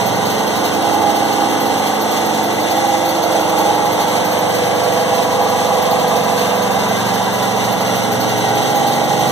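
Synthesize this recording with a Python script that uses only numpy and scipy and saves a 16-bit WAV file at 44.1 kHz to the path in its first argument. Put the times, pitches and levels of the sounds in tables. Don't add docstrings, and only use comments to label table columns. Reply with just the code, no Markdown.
import sys
import numpy as np
from scipy import signal
from scipy.fft import rfft, irfft
from scipy.io import wavfile
from scipy.ndimage import uniform_filter1d

SR = 44100
rng = np.random.default_rng(int(sys.argv[2]) if len(sys.argv) > 2 else 0)


def generate_wav(signal):
    frames = np.transpose(np.atleast_2d(signal))
    scaled = np.clip(frames, -1, 1) * 32767
    pcm = np.round(scaled).astype(np.int16)
    wavfile.write(sys.argv[1], SR, pcm)


N = 410571
T = np.arange(N) / SR
HZ = np.fft.rfftfreq(N, 1 / SR)
SLOW_T = np.linspace(0, N / SR, 400)
SHAFT_HZ = 23.56


def gain_of(db):
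    return 10 ** (np.asarray(db) / 20)


def unit_rms(x):
    return x / np.sqrt(np.mean(x ** 2) + 1e-20)


def at_time(table, t):
    return np.interp(t, *np.transpose(table))


def at_hz(table, hz):
    f, value = np.transpose(table)
    return np.interp(np.log(hz + 1), np.log(f + 1), value)


def swing(table, t):
    value = at_time(table, t)
    return value - value.mean()


def bell(hz, centre, width):
    return 1 / (1 + (2 * (hz - centre) / width) ** 2)


def band(hz, centre, width):
    return np.exp(-(2 * (hz - centre) / width) ** 4 / 2)


def drift(top_hz):
    speeds = top_hz * np.geomspace(.1, 1, 12)[:, None]
    return unit_rms(np.sin(2 * np.pi * (speeds * SLOW_T + rng.random(speeds.shape))).sum(0))


def patches(shape, bins, frames):
    field = rng.standard_normal(shape)
    for _ in range(2):
        field = uniform_filter1d(field, bins, 0, mode="wrap")
        field = uniform_filter1d(field, frames, 1, mode="wrap")
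    return unit_rms(field)


# (time [s], nearness [0-1])
NEARNESS = [(0, 0.16), (1, 0.3), (2.5, 0.57), (3.3, 1), (4.1, 0.4), (5.1, 0.78), (6.0, 0.77), (6.45, 0.97),
            (6.95, 0.5), (8.4, 0.02), (9.31, 0.04)]
# (time [s], lowness [0-1])
LOWNESS = [(0, 0.03), (.55, 0.6), (1.5, 1), (1.95, 0.9), (3, 1), (3.8, 0.5), (4.9, 0.3), (7, 0),
           (8.5, 0.28), (9.31, 0.3)]
# (time [s], facing [0-1])
FACING = [(0, 0.4), (2.5, 0), (3.2, 0.54), (4.1, 0.5), (4.7, 0.94), (5.3, 0.67), (6.2, 1), (6.65, 0.4),
          (7, 0.1), (9.31, .1)]
# (frequency [Hz], width [Hz], change from far to near [dB], from high to low [dB])
STANDING_WAVES = [(136, 52, -5.5, -4.5), (182.6, 12, -3, -5), (210, 30, -1, 2), (240, 37, -12.5, -4),
                  (331, 44, -4, 18.5), (428, 19, -8, -1), (670, 88, 3.5, -2), (740, 26, -5, 1),
                  (799, 27, -1, -5.5), (983, 37, 5, -14.5), (1137, 95, 4.5, -3)]
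# (frequency [Hz], width [Hz], boost on turning to face it [dB])
INLET_DRONES = [(485, 39, 11.5), (693, 136, 3.5)]
# (time [s], relative level [dB])
DUCT_SONG = [(0.0, -20), (0.37, -23.5), (0.75, -25), (0.85, -15.5), (1.5, -17.5), (2.0, -23.5), (2.65, -27),
             (2.8, -15), (2.95, -16.5), (3.15, -25), (3.64, -16.5), (4.29, -25), (5.51, -21), (6.26, -19.5),
             (6.45, -29), (7.11, -27), (8.3, -25.5), (8.5, -18), (8.81, -15.5), (9.29, -18.5)]
# (time [s], relative level [dB])
DUCT_RUSH = [(0.0, -21), (0.41, -18.5), (3.16, -18.5), (3.71, -14), (4.29, -15), (4.9, -21), (8.2, -20.5),
             (8.81, -20.5), (9.29, -24)]


def colour_shift_db(t, hz):
    near, low = swing(NEARNESS, t), swing(LOWNESS, t)
    waves_db = sum(band(hz, f, width) * (near_db * near + low_db * low)
                   for f, width, near_db, low_db in STANDING_WAVES)
    inlet_db = swing(FACING, t) * sum(db * band(hz, f, width) for f, width, db in INLET_DRONES)
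    song_db = .59 * swing(DUCT_SONG, t) * band(hz, centre=819, width=45)
    rush_db = .95 * swing(DUCT_RUSH, t) * band(hz, centre=903, width=105)
    return waves_db + inlet_db + song_db + rush_db


# (frequency [Hz], left minus right [dB])
BALANCE = [(100, 1), (220, -1.5), (350, -3), (500, -4.5), (800, -3.5), (1200, -1), (1800, 4), (3000, 9.5),
           (4300, 2.5), (6000, 9.5), (8000, -3), (10400, -3), (12500, -2), (15000, 5)]
# (frequency [Hz], lead [radians])
LEFT_LEAD = [(70, 1.9), (95, 1.1), (165, 1.06), (210, 0.08), (1000, 0.27)]


def tone(cycles, hz, db, echo=.35):
    shortness = np.sqrt(min(hz, 1000) / 500)
    echoes = echo * (drift(1.3) + 1j * drift(1.3))
    turbulence = .17 * (drift(14) + 1j * drift(14))
    sway = 1 + shortness * (echoes + turbulence) / np.sqrt(2)
    strength = np.sqrt(2) * gain_of(db) * sway / np.sqrt(np.mean(abs(sway) ** 2))
    lead = at_hz(LEFT_LEAD, hz) + .65 * shortness * drift(.475)
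    wave = np.exp(2j * np.pi * (cycles + rng.random()))
    sides = [strength * gain_of(side * at_hz(BALANCE, hz)) * np.exp(1j * side * lead)
             for side in (.5, -.5)]
    return np.array([(np.interp(T, SLOW_T, side) * wave).real for side in sides])


# (frequency [Hz], level [dB])
HUM_TONES = [(100.1, -60), (131.7, -73), (300.1, -39.5), (394.9, -59), (996, -45), (1457, -47)]


def hum(room_share=.28):
    return sum(tone(hz * T, hz, db + room_share * colour_shift_db(SLOW_T, hz)) for hz, db in HUM_TONES)


# (time [s], rate [Hz])
TOOTH_RATE = [(0, 276), (2, 270.5), (5, 263), (7, 258), (9.31, 253)]
# (time [s], level [dB])
GEAR_LEVEL = [(0, -36), (.7, -32.5), (1.6, -28), (2.6, -37), (3.8, -46), (5, -37), (6, -39), (6.8, -29),
              (7.5, -41), (8.2, -31), (9.31, -54)]
# (multiple of the tooth rate, relative level [dB])
GEAR_TONES = [(1, 0), (2, -6), (3, -7)]


def gear_whine():
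    cycles = np.cumsum(at_time(TOOTH_RATE, T)) / SR
    level_db = at_time(GEAR_LEVEL, SLOW_T)
    start_hz = TOOTH_RATE[0][1]
    return sum(tone(k * cycles, k * start_hz, level_db + db) for k, db in GEAR_TONES)


# (time [s], relative level [dB])
SET_TAPS = [(0.0558, -26), (0.2465, -25), (0.2952, -25), (0.385, -28), (0.5501, -27), (0.6439, -27),
            (0.7307, -29), (0.921, -28), (1.0894, -30), (1.1533, -27), (1.2406, -29), (1.3224, -26),
            (1.5943, -25), (1.6531, -26), (1.7679, -26), (1.8552, -27), (2.0053, -24), (2.1071, -24),
            (2.163, -28), (2.5975, -27), (2.701, -24), (2.7606, -30), (2.868, -29), (3.0465, -28),
            (3.0859, -22), (3.2256, -24), (3.49, -29), (3.578, -24), (3.6531, -30), (3.917, -26),
            (3.9973, -24), (4.0781, -28), (4.5456, -25), (4.6284, -32), (4.7411, -31), (4.83, -28),
            (5.075, -34), (5.222, -28), (5.3153, -31), (5.486, -29), (5.5717, -35), (5.6565, -33),
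            (5.8192, -26), (5.9065, -24), (6.0716, -28), (6.1589, -28), (6.3101, -32), (6.373, -25),
            (6.4577, -30), (6.8828, -28), (6.9721, -32), (7.0559, -31), (7.138, -27), (7.416, -28),
            (7.4744, -35), (7.7094, -28), (7.8, -28), (8.0326, -30), (8.115, -25), (8.2008, -23),
            (8.2881, -26), (8.3719, -28), (8.4786, -29), (8.6916, -29), (8.747, -24.5), (8.8643, -23),
            (8.9241, -26), (9.1182, -34), (9.2638, -26)]


def fitting_taps(every_turns=1.9, slip_turns=.2, fill_db=-28.5, spread_db=1.3):
    set_times = [s for s, _ in SET_TAPS]
    times = np.concatenate([np.linspace(a, b, round((b - a) * SHAFT_HZ / every_turns) + 1)[1:-1]
                            for a, b in zip(set_times, set_times[1:])])
    slip, force = rng.standard_normal((len(times), 2)).T
    fill_taps = zip(times + slip * slip_turns / SHAFT_HZ, fill_db + spread_db * force)
    return list(SET_TAPS) + list(fill_taps)


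# (frequency [Hz], width [Hz], relative level [dB])
FITTING_RINGS = [(4400, 410, 4.5), (6360, 110, 4.5), (11200, 1000, -6.5), (12800, 400, -4),
                 (13260, 370, -2.5), (14000, 400, -5), (14300, 190, 4)]


def chatter(rise_s=.008, fade_60db_s=.15, scatter_db=2, trim_db=-1.5):
    t = np.arange(SR // 4) / SR
    hz = np.fft.rfftfreq(len(t), 1 / SR)
    out = np.zeros((2, N))
    for start_s, db in fitting_taps():
        detune = 1 + .01 * rng.standard_normal()
        favoured_hz = 13700 + 550 * rng.standard_normal()
        age = t * rng.uniform(.75, 1.3)
        envelope = (1 - np.exp(-age / rise_s)) * gain_of(-60 * age / fade_60db_s)
        power = sum(gain_of(ring_db + scatter_db * rng.standard_normal()) ** 2
                    * bell(hz, f * detune, width) for f, width, ring_db in FITTING_RINGS)
        power *= .98 + bell(hz, favoured_hz, width=1700)
        noise = rfft(rng.standard_normal((2, len(t))))
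        ring = unit_rms(irfft(noise * np.sqrt(power), len(t)))
        tap = gain_of(db + trim_db) * ring * envelope / envelope.max()
        slot = out[:, max(round(start_s * SR), 0):][:, :len(t)]
        slot += tap[:, :slot.shape[1]]
    return out


# (time [s], pitch [Hz])
WHISTLE_PITCH = [(.9, 818), (1.5, 811), (2.85, 809), (3.6, 821), (6, 812), (8.7, 815)]


def duct_whistle(waver_hz=3.5, middle_db=-30.5):
    hz = at_time(WHISTLE_PITCH, T) + waver_hz * np.interp(T, SLOW_T, drift(12))
    level_db = middle_db + 1.45 * swing(DUCT_SONG, SLOW_T)
    return tone(np.cumsum(hz) / SR, hz.mean(), level_db, echo=0)


# (frequency [Hz], level [dB per Hz])
ROAR_SHAPE = [(25, -88), (65, -76.5), (105, -58), (220, -53.5), (390, -57.5), (450, -48), (900, -50.5),
              (1250, -58.5), (2300, -61.5), (3700, -62), (4900, -68), (5500, -66.5), (6200, -66),
              (9000, -73.5), (12000, -74), (14400, -76), (15200, -86)]
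# (frequency [Hz], width [Hz], boost or cut [dB])
DUCT_RESONANCES = [(476, 13, 0), (490, 11, 0), (698.5, 32, 6), (780, 20, 3.5), (812, 37, 3.5), (840, 38, 2),
                   (1040, 60, -2.5), (1137, 27, 5), (1816, 133, -9), (1960, 374, 6), (2820, 16, 7),
                   (3250, 24, 5), (6000, 180, 3.5), (7750, 130, 6), (12050, 220, 6)]
# (frequency [Hz], likeness [0-1])
LIKENESS = [(25, 0.5), (70, 0.1), (110, 0.15), (200, 0), (350, 0.2), (520, 0), (800, 0.79), (1200, 0),
            (1800, 0.09), (15000, 0)]


def air_roar(turns, throb_db=.88, flutter_db=.98, hiss_hz=2200):
    left, other = rfft(rng.standard_normal((2, N))) * np.sqrt(SR / 2)
    alike = np.clip(at_hz(LIKENESS, HZ), -1, 1)
    right = alike * left + np.sqrt(1 - alike ** 2) * other
    sides = gain_of(np.array([[.5], [-.5]]) * at_hz(BALANCE, HZ))
    sides /= np.sqrt((sides ** 2).mean(0))
    ducts_db = sum(db * bell(HZ, hz, width) for hz, width, db in DUCT_RESONANCES)
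    spectrum = np.array([left, right]) * gain_of(at_hz(ROAR_SHAPE, HZ) + ducts_db) * sides
    treble = HZ ** 4 / (HZ ** 4 + hiss_hz ** 4)
    angle = 2 * np.pi * turns
    throb = np.sin(angle) + .4 * np.sin(2 * angle) + .4 * np.cos(3 * angle)
    hiss_db = throb_db * throb + flutter_db * np.interp(T, SLOW_T, drift(14))
    return irfft(spectrum * (1 - treble), N) + irfft(spectrum * treble, N) * gain_of(hiss_db)


def walk_through_room(roar):
    hz, t, spectra = signal.stft(roar, SR, nperseg=4096, noverlap=3072)
    hz, shape = hz[:, None], spectra.shape[1:]
    ripple_db = 1.9 * patches(shape, bins=2, frames=36) + .8 * patches(shape, bins=10, frames=40)
    crowding = np.clip(hz / 1000, 0, 1)
    spectra *= gain_of(colour_shift_db(t, hz) + crowding * ripple_db)
    return signal.istft(spectra, SR, nperseg=4096, noverlap=3072)[1][:, :N]


# (multiple of the shaft rate, relative level [dB])
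WEAK_TONES = [(3, -61), (4, -41), (5, -34.5), (7, -36), (10, -37.5), (11, -42.5), (12, -50), (15, -38.5),
              (16, -38), (17, -41.5), (18, -33.5), (20, -37.5), (23, -35.5), (24, -50), (25, -36.5),
              (27, -37.5), (29, -36.5), (30, -35.5), (31, -47), (33, -30.5), (34, -33.5), (35, -35.5),
              (36, -37), (37, -37.5), (38, -39.5), (39, -40.5), (40, -41)]
STRONG_TONES = {6: [(0.0, -44), (3.2, -49), (4.5, -43), (6.5, -48), (9.3, -28)], 8: [(0.0, -28.5),
                (1.5, -46), (2.9, -46), (3.5, -32.5), (6.1, -33), (6.7, -27.5), (8.4, -29.5), (8.7, -41),
                (9.3, -29)], 9: [(0.0, -33), (0.3, -29), (0.8, -32), (2.4, -28), (3.4, -37), (6.9, -29),
                (8.0, -34), (8.4, -43), (9.3, -38)], 13: [(0.0, -35.5), (1.1, -28), (1.8, -35), (3.1, -30),
                (3.8, -28), (4.9, -33.5), (7.0, -48), (8.3, -31.5), (9.3, -33.5)], 14: [(0.0, -47),
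                (1.0, -25), (1.7, -32), (1.9, -45), (2.1, -32), (3.1, -26), (3.7, -30), (3.9, -40),
                (7.2, -40), (7.5, -44.0), (9.3, -33)], 19: [(0.0, -39), (2.6, -31), (2.95, -44), (3.3, -30),
                (4.4, -35), (6.7, -31), (7.2, -38), (9.3, -33)], 21: [(0.0, -30.5), (1.0, -30), (1.3, -37),
                (1.6, -31), (1.9, -33), (2.3, -30), (2.6, -30), (2.9, -43), (3.5, -27.5), (5.3, -22),
                (6.6, -24), (6.95, -30), (8.5, -36), (9.3, -27.5)], 22: [(0.0, -33), (0.8, -41), (1.1, -31),
                (1.7, -32), (1.9, -39), (2.1, -41), (3.0, -23.5), (3.7, -29), (3.9, -36), (4.4, -27.5),
                (5.9, -24.5), (6.8, -42), (7.9, -30.5), (8.5, -31.5), (9.3, -32)], 26: [(0.0, -39),
                (0.7, -44), (2.4, -32), (3.5, -30), (4.1, -31), (4.9, -33), (5.6, -59), (6.7, -35),
                (7.2, -46), (9.3, -27.5)], 28: [(0.0, -34), (0.8, -33), (1.1, -24), (1.9, -45),
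                (3.4, -30.5), (3.9, -35), (5.2, -24.5), (5.5, -35), (5.9, -22), (6.8, -51), (7.7, -31.5),
                (9.3, -31)], 32: [(0.0, -29), (0.9, -43), (1.4, -27), (2.8, -26.5), (3.3, -40), (3.9, -39),
                (6.0, -26), (6.7, -47), (7.4, -30), (8.0, -35), (8.3, -30), (8.5, -27), (9.3, -25)]}


def blower_drone(turns, weak_trim_db=-2, strong_trim_db=-1):
    top_tones = [(WEAK_TONES[-1][0] + 1 + k, -42 - .54 * k) for k in range(16)]
    out = np.zeros((2, N))
    for k, db in list(WEAK_TONES) + top_tones:
        level_db = db + weak_trim_db + colour_shift_db(SLOW_T, k * SHAFT_HZ)
        out += tone(k * turns, k * SHAFT_HZ, level_db, echo=.7)
    for k, swell in STRONG_TONES.items():
        out += tone(k * turns, k * SHAFT_HZ, strong_trim_db + at_time(swell, SLOW_T), echo=0)
    return out


def scene():
    shaft_hz = SHAFT_HZ * (1 + .00084 * np.interp(T, SLOW_T, drift(.701)))
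    turns = np.cumsum(shaft_hz) / SR
    blower = walk_through_room(air_roar(turns)) + blower_drone(turns)
    return blower + duct_whistle() + hum() + gear_whine() + chatter()


# (frequency [Hz], share [0-1])
WIDENER_SHARE = [(500, 0.0), (800, .25), (1200, .65), (1900, .88), (2450, .94), (3650, .82), (4900, .99),
                 (6100, .87), (7350, .87), (8550, .8), (9800, .89), (11000, .84), (12300, .86), (14500, .6)]
# (frequency [Hz], left minus right [dB])
OUTPUT_BALANCE = [(500, 0), (850, -2), (1400, 0), (1750, 5), (2300, 0), (3300, -2.2), (4300, -1.4),
                  (5400, -1.6), (6300, -2.6), (9800, 0), (14000, -1.5)]


def record(dry, delay_s=18.1 / SR, ceiling=.92, top_hz=15450):
    spectrum = rfft(dry)
    share = np.clip(at_hz(WIDENER_SHARE, HZ), 0, 1)
    other_side = spectrum[::-1] * np.exp(-2j * np.pi * HZ * delay_s)
    wide = (spectrum - share * other_side) / np.sqrt(1 + share ** 2)
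    sides = gain_of(np.array([[.5], [-.5]]) * at_hz(OUTPUT_BALANCE, HZ))
    stereo = irfft(wide * sides, N)
    softened = stereo / (1 + (stereo / ceiling) ** 12) ** (1 / 12)
    low_pass = signal.firwin(511, top_hz, window=("kaiser", 9), fs=SR)
    return signal.oaconvolve(softened, low_pass[None], "same")


dry = scene()
out = record(dry)
generate_wav(out)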